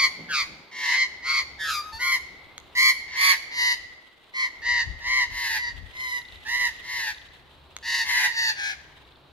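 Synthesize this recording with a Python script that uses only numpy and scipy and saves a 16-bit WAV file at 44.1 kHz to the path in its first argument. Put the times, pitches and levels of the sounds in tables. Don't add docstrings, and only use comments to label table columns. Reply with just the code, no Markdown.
import sys
import numpy as np
from scipy import signal
from scipy.fft import rfft, irfft, next_fast_len
from scipy.io import wavfile

SR = 44100
rng = np.random.default_rng(int(sys.argv[2]) if len(sys.argv) > 2 else 0)


def transcribe(u):
    v = np.clip(np.atleast_2d(u).T, -1, 1)
    q = np.round(v * 32767).astype(np.int16)
    wavfile.write(sys.argv[1], SR, q)


N = 410995
T = np.arange(N) / SR
CUTOFF_HZ = 15750


def from_db(db):
    return 10 ** (np.asarray(db) / 20)


def rms_one(x):
    return x / np.sqrt(np.mean(x ** 2) + 1e-20)


def in_time(rows, t=T):
    s, *columns = np.transpose(rows)
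    return [np.interp(t, s, column) for column in columns]


def at_hz(points, hz, axis=1):
    points = np.array(points)
    return np.interp(np.log(hz), np.log(points[:, 0]), points[:, axis])


def wander(rate_hz, size):
    hz = np.arange(size // 2 + 1) * SR / size
    gain = (hz > 0) / (1 + (hz / rate_hz) ** 2)
    return rms_one(irfft(rfft(rng.standard_normal(size)) * gain, size))


def flicker(rate_hz):
    points = wander(rate_hz * N / 8192, size=8192)
    return np.interp(T, np.linspace(0, T[-1], 8192), points)


def coloured(spectrum, alike):
    size = next_fast_len(N)
    hz = np.arange(1, size // 2 + 2) * SR / size
    fade_above = 1 / (1 + (hz / (2 * spectrum[-1][0])) ** 4)
    gain = from_db(at_hz(spectrum, hz)) * fade_above
    mid, side = irfft(rfft(rng.standard_normal((2, size))) * gain, size)[:, :N]
    alike = np.clip(alike, -1, 1)
    return rms_one(np.sqrt(1 + alike) * mid + np.sqrt(1 - alike) * side * [[1], [-1]])


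def delayed(x, s):
    steps = np.arange(len(x))
    return np.interp(steps - s * SR, steps, x, left=0, right=0)


def add(out, start_s, call, lag_ms=0, pan_db=0):
    for channel, lag_s, side_db in ((0, lag_ms / 1000, pan_db / 2), (1, 0, -pan_db / 2)):
        at = round((start_s + lag_s) * SR) + np.arange(len(call))
        inside = (at >= 0) & (at < N)
        out[channel, at[inside]] += from_db(side_db) * call[inside]


# start_s, length_s, attack_s, level_db, pitch_hz (middle),
# glide_semitones, arch_semitones, swing (flutter as a share of pitch),
# fundamental_db, edge_db (upper harmonics), bill_db (resonance), top_db (top treble),
# lag_ms (left side later), pan_db (left minus right)
SQUAWKS = [(-0.11, 0.198, 0.05, -19.8, 1105.0, -0.3, 1.1, 0.065, -1.0, -5.3, 10.0, -1.0, 0.05, 0.5),
           (0.284, 0.085, 0.035, -30, 1480, -3, 0.3, 0.1, -2, -9, 0, -5, 0.05, 0),
           (0.315, 0.132, 0.045, -22, 1200, -3.6, 0.3, 0.085, 0, -3.5, 10, -4, 0.05, 0),
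           (0.712, 0.279, 0.15, -28.2, 990.0, -2.6, 0.6, 0.103, -0.0, -4.7, -4.0, -1.0, -0.06, 0.5),
           (0.826, 0.242, 0.135, -22.9, 1027.0, 2.6, 1.6, 0.055, -4.0, -7.1, 5.0, -12, 0.06, -0.5),
           (1.223, 0.211, 0.09, -24.4, 1092.0, 0.6, 1.3, 0.047, -1.0, -6.9, 12.0, -8.0, 0.03, 0.5),
           (1.239, 0.199, 0.048, -32.0, 1219.0, -3.6, 0.9, 0.114, 3.0, -2.5, 10.0, -1.0, 0.03, 1.0),
           (1.583, 0.159, 0.044, -31.9, 1664.0, -3.2, 0.6, 0.08, -5.0, -6.5, 2.0, 3.0, -0.03, -0.5),
           (1.636, 0.154, 0.084, -29.6, 1295.0, -2.1, 1.3, 0.067, 6.0, -3.3, -0.0, 2.0, 0.0, 0.0),
           (1.992, 0.192, 0.05, -22.0, 1073.0, -0.1, 1.7, 0.054, -0.0, -8.5, 2.0, 3.0, 0.06, 0.5),
           (2.75, 0.182, 0.042, -17.0, 1073.0, 0.5, 1.4, 0.056, -5.0, -7.9, 7.0, 7.0, 0.14, -1.0),
           (3.077, 0.299, 0.176, -26.8, 968.0, -1.9, -0.2, 0.104, -2.0, -5.9, 1.0, -11.0, -0.05, 1.0),
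           (3.157, 0.191, 0.085, -17.2, 1120.0, -0.2, 1.0, 0.057, 0.0, -7.5, 6.0, 8.0, 0.27, -3.5),
           (3.507, 0.257, 0.126, -24.9, 983.0, -0.6, 0.1, 0.062, -3.0, -3.2, 8.0, -2.0, -0.17, 0.5),
           (4.336, 0.152, 0.049, -23.7, 1044.0, -1.3, 0.5, 0.058, -1.0, -11.5, 5.0, -4.0, 0.22, 0.0),
           (4.616, 0.235, 0.091, -23.5, 970.0, -0.2, 0.8, 0.059, -4.0, -8.3, 6.0, -12.0, 0.06, 0.5),
           (5.003, 0.261, 0.152, -22.7, 1026.0, 0.2, 1.4, 0.06, 1.0, -9.1, 2.0, -8.0, 0.08, 0.0),
           (5.296, 0.306, 0.114, -29.6, 954.0, -2.8, 1.0, 0.089, 0.0, -3.2, 3.0, 4.0, -0.07, 1.0),
           (5.513, 0.212, 0.022, -30.6, 970.0, -1.3, -0.2, 0.042, -4.0, -9.9, 10.0, -16.0, 0.19, 0.0),
           (5.933, 0.279, 0.109, -30.0, 1008.0, -1.3, 0.1, 0.03, -0.0, -11, -4, 3.0, 0.22, -2.5),
           (6.45, 0.26, 0.06, -25.7, 992.0, 0.8, 2.0, 0.055, -2.0, -8.5, -2.0, -1.0, 0.08, -2.5),
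           (6.825, 0.31, 0.104, -31.6, 957.0, -3.7, 1.1, 0.086, -1.0, -3.3, 1.0, 1.0, -0.07, 1.5),
           (7.825, 0.233, 0.091, -26.9, 947.0, -0.3, 1.0, 0.065, -1.0, -2.3, 5.0, -1.0, -0.03, 1.0),
           (8.022, 0.271, 0.1, -26.3, 935.0, -3.1, 0.1, 0.116, -1.0, -1.8, -2.0, 2.0, -0.1, 2.5),
           (8.075, 0.256, 0.09, -25.8, 999.0, 0.1, 1.9, 0.042, -4.0, -12.1, 1.0, -3.0, 0.07, -4.0),
           (8.306, 0.232, 0.095, -27.0, 918.0, -0.9, 1.0, 0.062, -3.0, -1.2, 8.0, -4.0, -0.15, 1.0),
           (8.545, 0.205, 0.079, -32.7, 809.0, -1.1, 0.5, 0.08, -4.0, 1.1, -8.0, -7.0, -0.22, 3.0)]
ONSET_DB, RELEASE_DB, RELEASE_S = 19, 27, .044
SWELL_DB = 3
SAG_SEMITONES_PER_DB = .025
RASP_PER_SWING = .2


def alarm_calls(gain_db=-.3):
    out = np.zeros((2, N))
    age = T[:16384]
    for (start, length, attack, level_db, pitch, glide, arch, swing,
         fundamental_db, edge_db, bill_db, top_db, lag_ms, pan_db) in SQUAWKS:
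        onset_db = -ONSET_DB * np.clip(1 - age / attack, 0, 1) ** 2
        release_db = -RELEASE_DB * np.clip(1 + (age - length) / RELEASE_S, 0, 2) ** 2
        effort_db = onset_db + release_db
        along = np.minimum(age / length, 1) - .5
        sag = SAG_SEMITONES_PER_DB * np.maximum(effort_db, -RELEASE_DB)
        semitones = glide * along - arch * (2 * along) ** 2 + sag
        hz = pitch * 2 ** (semitones / 12)
        loudness_db = level_db + effort_db + SWELL_DB * along
        call = squawk(age, hz, loudness_db, swing, RASP_PER_SWING * swing,
                      fundamental_db, edge_db, bill_db, top_db)
        add(out, start, call, lag_ms, pan_db)
    return from_db(gain_db) * out


# start_s, length_s, level_db, pitch_hz (middle), glide_semitones,
# fundamental_db, edge_db (upper harmonics), bill_db (resonance)
WHISTLES = [ (1.68, .14, -33, 1222, -1, 16, 0, 22), (1.81, .115, -41, 1260, 0, 20, -14, 0),
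            (1.922, .068, -39, 897, .2, 15, -2, 11), (1.985, .135, -40, 1430, -1.1, 30, -5, 0)]
WHISTLE_EDGE_DB = 12


def whistles(swing=.003, rasp=.004, top_db=3, pan_db=2):
    out = np.zeros((2, N))
    age = T[:8192]
    for start, length, level_db, pitch, glide, fundamental_db, edge_db, bill_db in WHISTLES:
        along = np.minimum(age / length - .5, 1)
        hz = pitch * 2 ** (glide * along / 12)
        effort_db = -WHISTLE_EDGE_DB * (2 * along) ** 4
        note = squawk(age, hz, level_db + effort_db, swing, rasp,
                      fundamental_db, edge_db, bill_db, top_db, throb=.05)
        add(out, start, note, 0, pan_db)
    return out


# pitch_hz, level_db (relative)
THROAT = [(600, -10), (950, -10.8), (1250, -9), (1600, 2.5), (2100, 4), (2550, -7.5), (3300, -11.5),
          (3650, -8.5), (4450, -6.5), (5100, -12), (6800, -16.5), (8300, -32), (11000, -22.5), (16000, -40)]
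TREBLE_FOLLOWS = .3
UNSTEADY_DB = 1.1
FLUTTER_HZ, FLUTTER_FOLLOWS = 125, .4


def squawk(t, pitch, level_db, swing, rasp, fundamental_db, edge_db, bill_db, top_db,
           throb=0.19, skew=0.16, fade_s=0.0024, bill_hz=4550, bill_width_hz=350):
    size = len(t)
    scratch, hiss = .2, .2
    dull_db = TREBLE_FOLLOWS * (level_db - level_db.max())
    flutter_hz = FLUTTER_HZ * (pitch / 1000) ** FLUTTER_FOLLOWS
    beat = 2 * np.pi * np.cumsum(flutter_hz * (1 + .025 * wander(30, size))) / SR
    flutter = np.sin(beat) + skew * np.cos(2 * beat)
    hz = pitch * (1 + swing * flutter + rasp * wander(220, size))
    phase = 2 * np.pi * np.cumsum(hz) / SR

    k = np.arange(1, 19)[:, None]
    gape_db = bill_db * np.exp(-((k * hz - bill_hz) / bill_width_hz) ** 2)
    beam_db = (top_db + dull_db) * np.clip((k * hz - 6000) / 5000, 0, 1)
    gain = from_db(at_hz(THROAT, k * hz) + gape_db + beam_db) * (k * hz < CUTOFF_HZ)
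    partials = gain * np.sin(k * phase + rng.uniform(0, 2 * np.pi, k.shape))

    body = rms_one(from_db(fundamental_db) * partials[0] + partials[1])
    torn = partials[4:].sum(0) * (1 + scratch * wander(280, size))
    edge = rms_one(partials[2:4].sum(0) + torn)
    edge = edge + hiss * from_db(dull_db) * rush(size, top_db)
    gate = np.clip(np.minimum(t - t[0], t[-1] - t) / fade_s, 0, 1)
    strength = from_db(level_db + UNSTEADY_DB * wander(35, size)) * (1 + throb * flutter)
    return gate * strength * (body + from_db(edge_db) * edge)


def rush(size, top_db):
    hz = np.arange(1, size // 2 + 2) * SR / size
    beam_db = top_db * np.clip((hz - 6000) / 5000, 0, 1)
    low_cut = 1 / (1 + (5000 / hz) ** 6)
    gain = from_db(at_hz(THROAT, hz) + beam_db) * low_cut
    return rms_one(irfft(rfft(rng.standard_normal(size)) * gain, size))


# start_s, strike_db (strength of the click that sets the bill ringing)
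CLAPS = [(2.580, -25.5), (7.766, -23), (8.815, -46)]
# pitch_hz, level_db (relative), t60_s (time to fall by 60 dB)
BILL = [(1290, -4, 0.0062), (2130, -5.5, .012), (3470, -5, 0.012), (4170, -6, 0.0096), (6500, -2, 0.0069),
        (11600, -11.5, 0.0021)]


def bill_claps():
    clicks = np.full(N, 1e-18)
    out = 0
    for s, strike_db in CLAPS:
        clicks[round(s * SR)] = from_db(strike_db)
    for k, (hz, level_db, t60) in enumerate(BILL):
        shrink = from_db(-60 / (t60 * SR))
        turn = 2 * np.pi * hz / SR
        ring = signal.lfilter([np.sin(turn)], [1, -2 * shrink * np.cos(turn), shrink ** 2], clicks)
        out = out + (-1) ** k * from_db(level_db) * ring
    return np.array([delayed(out, .00007), out])


# middle_s, level_db
WINGBEATS = [(.21, -42), (.3, -49), (.51, -47.5), (.6, -56), (1.93, -63), (2.33, -55)]
# (per Hz, relative)
WING = [(60, -40), (150, 3), (300, -4.5), (500, -9), (1500, -32)]


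def wings(length_s=0.026):
    puffs = sum(from_db(level_db) * np.exp(-((T - s) / length_s) ** 2 / 2)
                for s, level_db in WINGBEATS)
    return puffs * coloured(WING, alike=0.83)


# delay_s (average), level_db
ECHOES = [(.0023, -16.5), (.009, -10.5), (.021, -8.5), (.047, -36)]
# pitch_hz, level_db, t60_s (time to fall by 60 dB)
TAIL = [(500, -12.5, 2.3), (1010, -17, 0.37), (1600, -17, 1.0), (2110, -14.6, 1.17), (2800, -12.5, 0.54),
        (4400, -15.5, 0.76), (7160, -14, 0.63), (13900, -11, 0.17)]


def backyard(x, length_s=1.3, build_s=0.027):
    t = T[:int(length_s * SR)]
    response = np.zeros((2, len(t)))
    edges = np.geomspace(350, 16000, 17)
    for low, high in zip(edges, edges[1:]):
        centre = np.sqrt(low * high)
        decay = from_db(-60 * t / at_hz(TAIL, centre, axis=2)) * (1 - np.exp(-t / build_s))
        scatter = rng.standard_normal(response.shape) * decay / np.sqrt(np.sum(decay ** 2))
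        band = signal.butter(2, [low, high], "band", fs=SR, output="sos")
        response += from_db(at_hz(TAIL, centre)) * signal.sosfilt(band, scatter)
    for delay_s, level_db in ECHOES:
        at = (delay_s * SR * rng.uniform(.93, 1.07, 2)).astype(int)
        response[[0, 1], at] += from_db(level_db)
    return x + signal.fftconvolve(x, response, axes=1)[:, :N]


# start_s, length_s, first_db, last_db (chip levels, relative)
RATTLES = [(5.968, .39, -35, -37), (6.744, .05, -46, -46), (7.144, .22, -34, -50), (9.05, .11, -48, -45)]
# time_s, level_db (relative)
CHATTER = [(0, -69.5), (4.2, -56.5), (5.6, -52.5), (6.4, -47.5), (7.2, -50), (7.42, -57.5), (9.15, -58),
           (9.32, -66)]
# (per Hz, relative)
CHATTER_BAND = [(2200, -14), (3000, -8), (3900, -9), (4600, -22), (6000, -28)]
CHIP_GAP_S = .0352


def rattle(chip_db=-2, scatter_db=-3, flicker_db=3.5):
    chip_s, chip_hz, unsteady_s = .0017, 3800, .001
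    fall_hz, rasp_hz = 150, 300
    smear_db = in_time(CHATTER)[0] + scatter_db + flicker_db * flicker(25)
    smear = from_db(smear_db) * coloured(CHATTER_BAND, alike=0.24)
    chips = np.zeros((2, N))
    age = T[:512] - 2 * chip_s
    for start, length, first_db, last_db in RATTLES:
        for s in np.arange(0, length, CHIP_GAP_S):
            hz = chip_hz - fall_hz * age / chip_s + rasp_hz * wander(900, len(age))
            level_db = chip_db + first_db + (last_db - first_db) * s / length
            chip_start = start + s + rng.normal(0, unsteady_s)
            tone = np.sin(2 * np.pi * np.cumsum(hz) / SR)
            add(chips, chip_start, from_db(level_db) * np.exp(-(age / chip_s) ** 2) * tone)
    return chips + smear


# time_s, level_db (relative)
BREEZE = [(0, -62), (.5, -61), (.8, -80), (1.45, -62), (3.9, -62), (4.1, -82), (4.4, -69), (4.7, -50),
          (5.7, -52), (6.05, -56), (7.5, -63), (9.32, -65)]
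# middle_s, half_length_s, level_db (relative)
GUSTS = [(.42, .06, -57), (1.95, .02, -47), (4.9, .03, -38), (5.33, .035, -46), (5.81, .06, -43)]
# (per Hz, relative)
RUMBLE = [(13, -44), (22, -15.5), (43, 2.5), (81, 2), (177, -19.5), (252, -17), (400, -32.5), (520, -62),
          (880, -120)]
YARD = [(60, -6), (150, -4.5), (250, 0.5), (380, 2.5), (500, 0), (1000, 2), (2000, -10), (4000, -5),
        (6000, -28.5), (9000, -31), (15000, -30)]
DRONE_BAND = [(45, -19), (70, 1.5), (100, -15), (125, -14), (142, -6), (175, -24), (300, -20.5)]
# time_s, level_db
HUSH = [(0, -49), (.7, -54.5), (1.2, -52.5), (2.2, -53.5), (3.6, -53.5), (4.15, -61), (4.6, -54),
        (6, -57.5), (7, -60), (7.7, -56), (8.5, -56.5), (9.32, -57)]
DRONE = [(0, -61), (.8, -83), (1.3, -56.5), (2.2, -60.5), (3.7, -64.5), (4.1, -77), (6.3, -64), (7.6, -59),
         (9.32, -60)]


def open_air(rumble_db=-2, lumpy_db=2, wind_side_db=8):
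    gusts = sum(from_db(level_db) * np.exp(-((T - s) / length_s) ** 2 / 2)
                for s, length_s, level_db in GUSTS)
    strength = from_db(in_time(BREEZE)[0]) + gusts
    lumps = from_db(rumble_db + lumpy_db * flicker(9.2))
    wind = strength * lumps * coloured(RUMBLE, alike=0.7)
    hush = from_db(in_time(HUSH)[0]) * coloured(YARD, alike=0.62)
    drone = from_db(in_time(DRONE)[0]) * coloured(DRONE_BAND, alike=1.0)
    return wind * from_db([[wind_side_db / 2], [-wind_side_db]]) + hush + drone


def scene():
    birds = alarm_calls() + whistles()
    claps = bill_claps()
    echoing = backyard(birds + claps / 2)
    return echoing + claps / 2 + wings() + open_air() + rattle()


PORT_TREBLE_HZ, PORT_TREBLE_DB = 7000, 3


def record(dry):
    high_pass = signal.butter(2, PORT_TREBLE_HZ, "high", fs=SR, output="sos")
    treble = signal.sosfiltfilt(high_pass, dry)
    heard = dry + treble * (from_db([[-PORT_TREBLE_DB / 2], [PORT_TREBLE_DB / 2]]) - 1)
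    top_cut = signal.ellip(10, .1, 60, CUTOFF_HZ, fs=SR, output="sos")
    return signal.sosfiltfilt(top_cut, heard)


dry = scene()
out = record(dry)
transcribe(out)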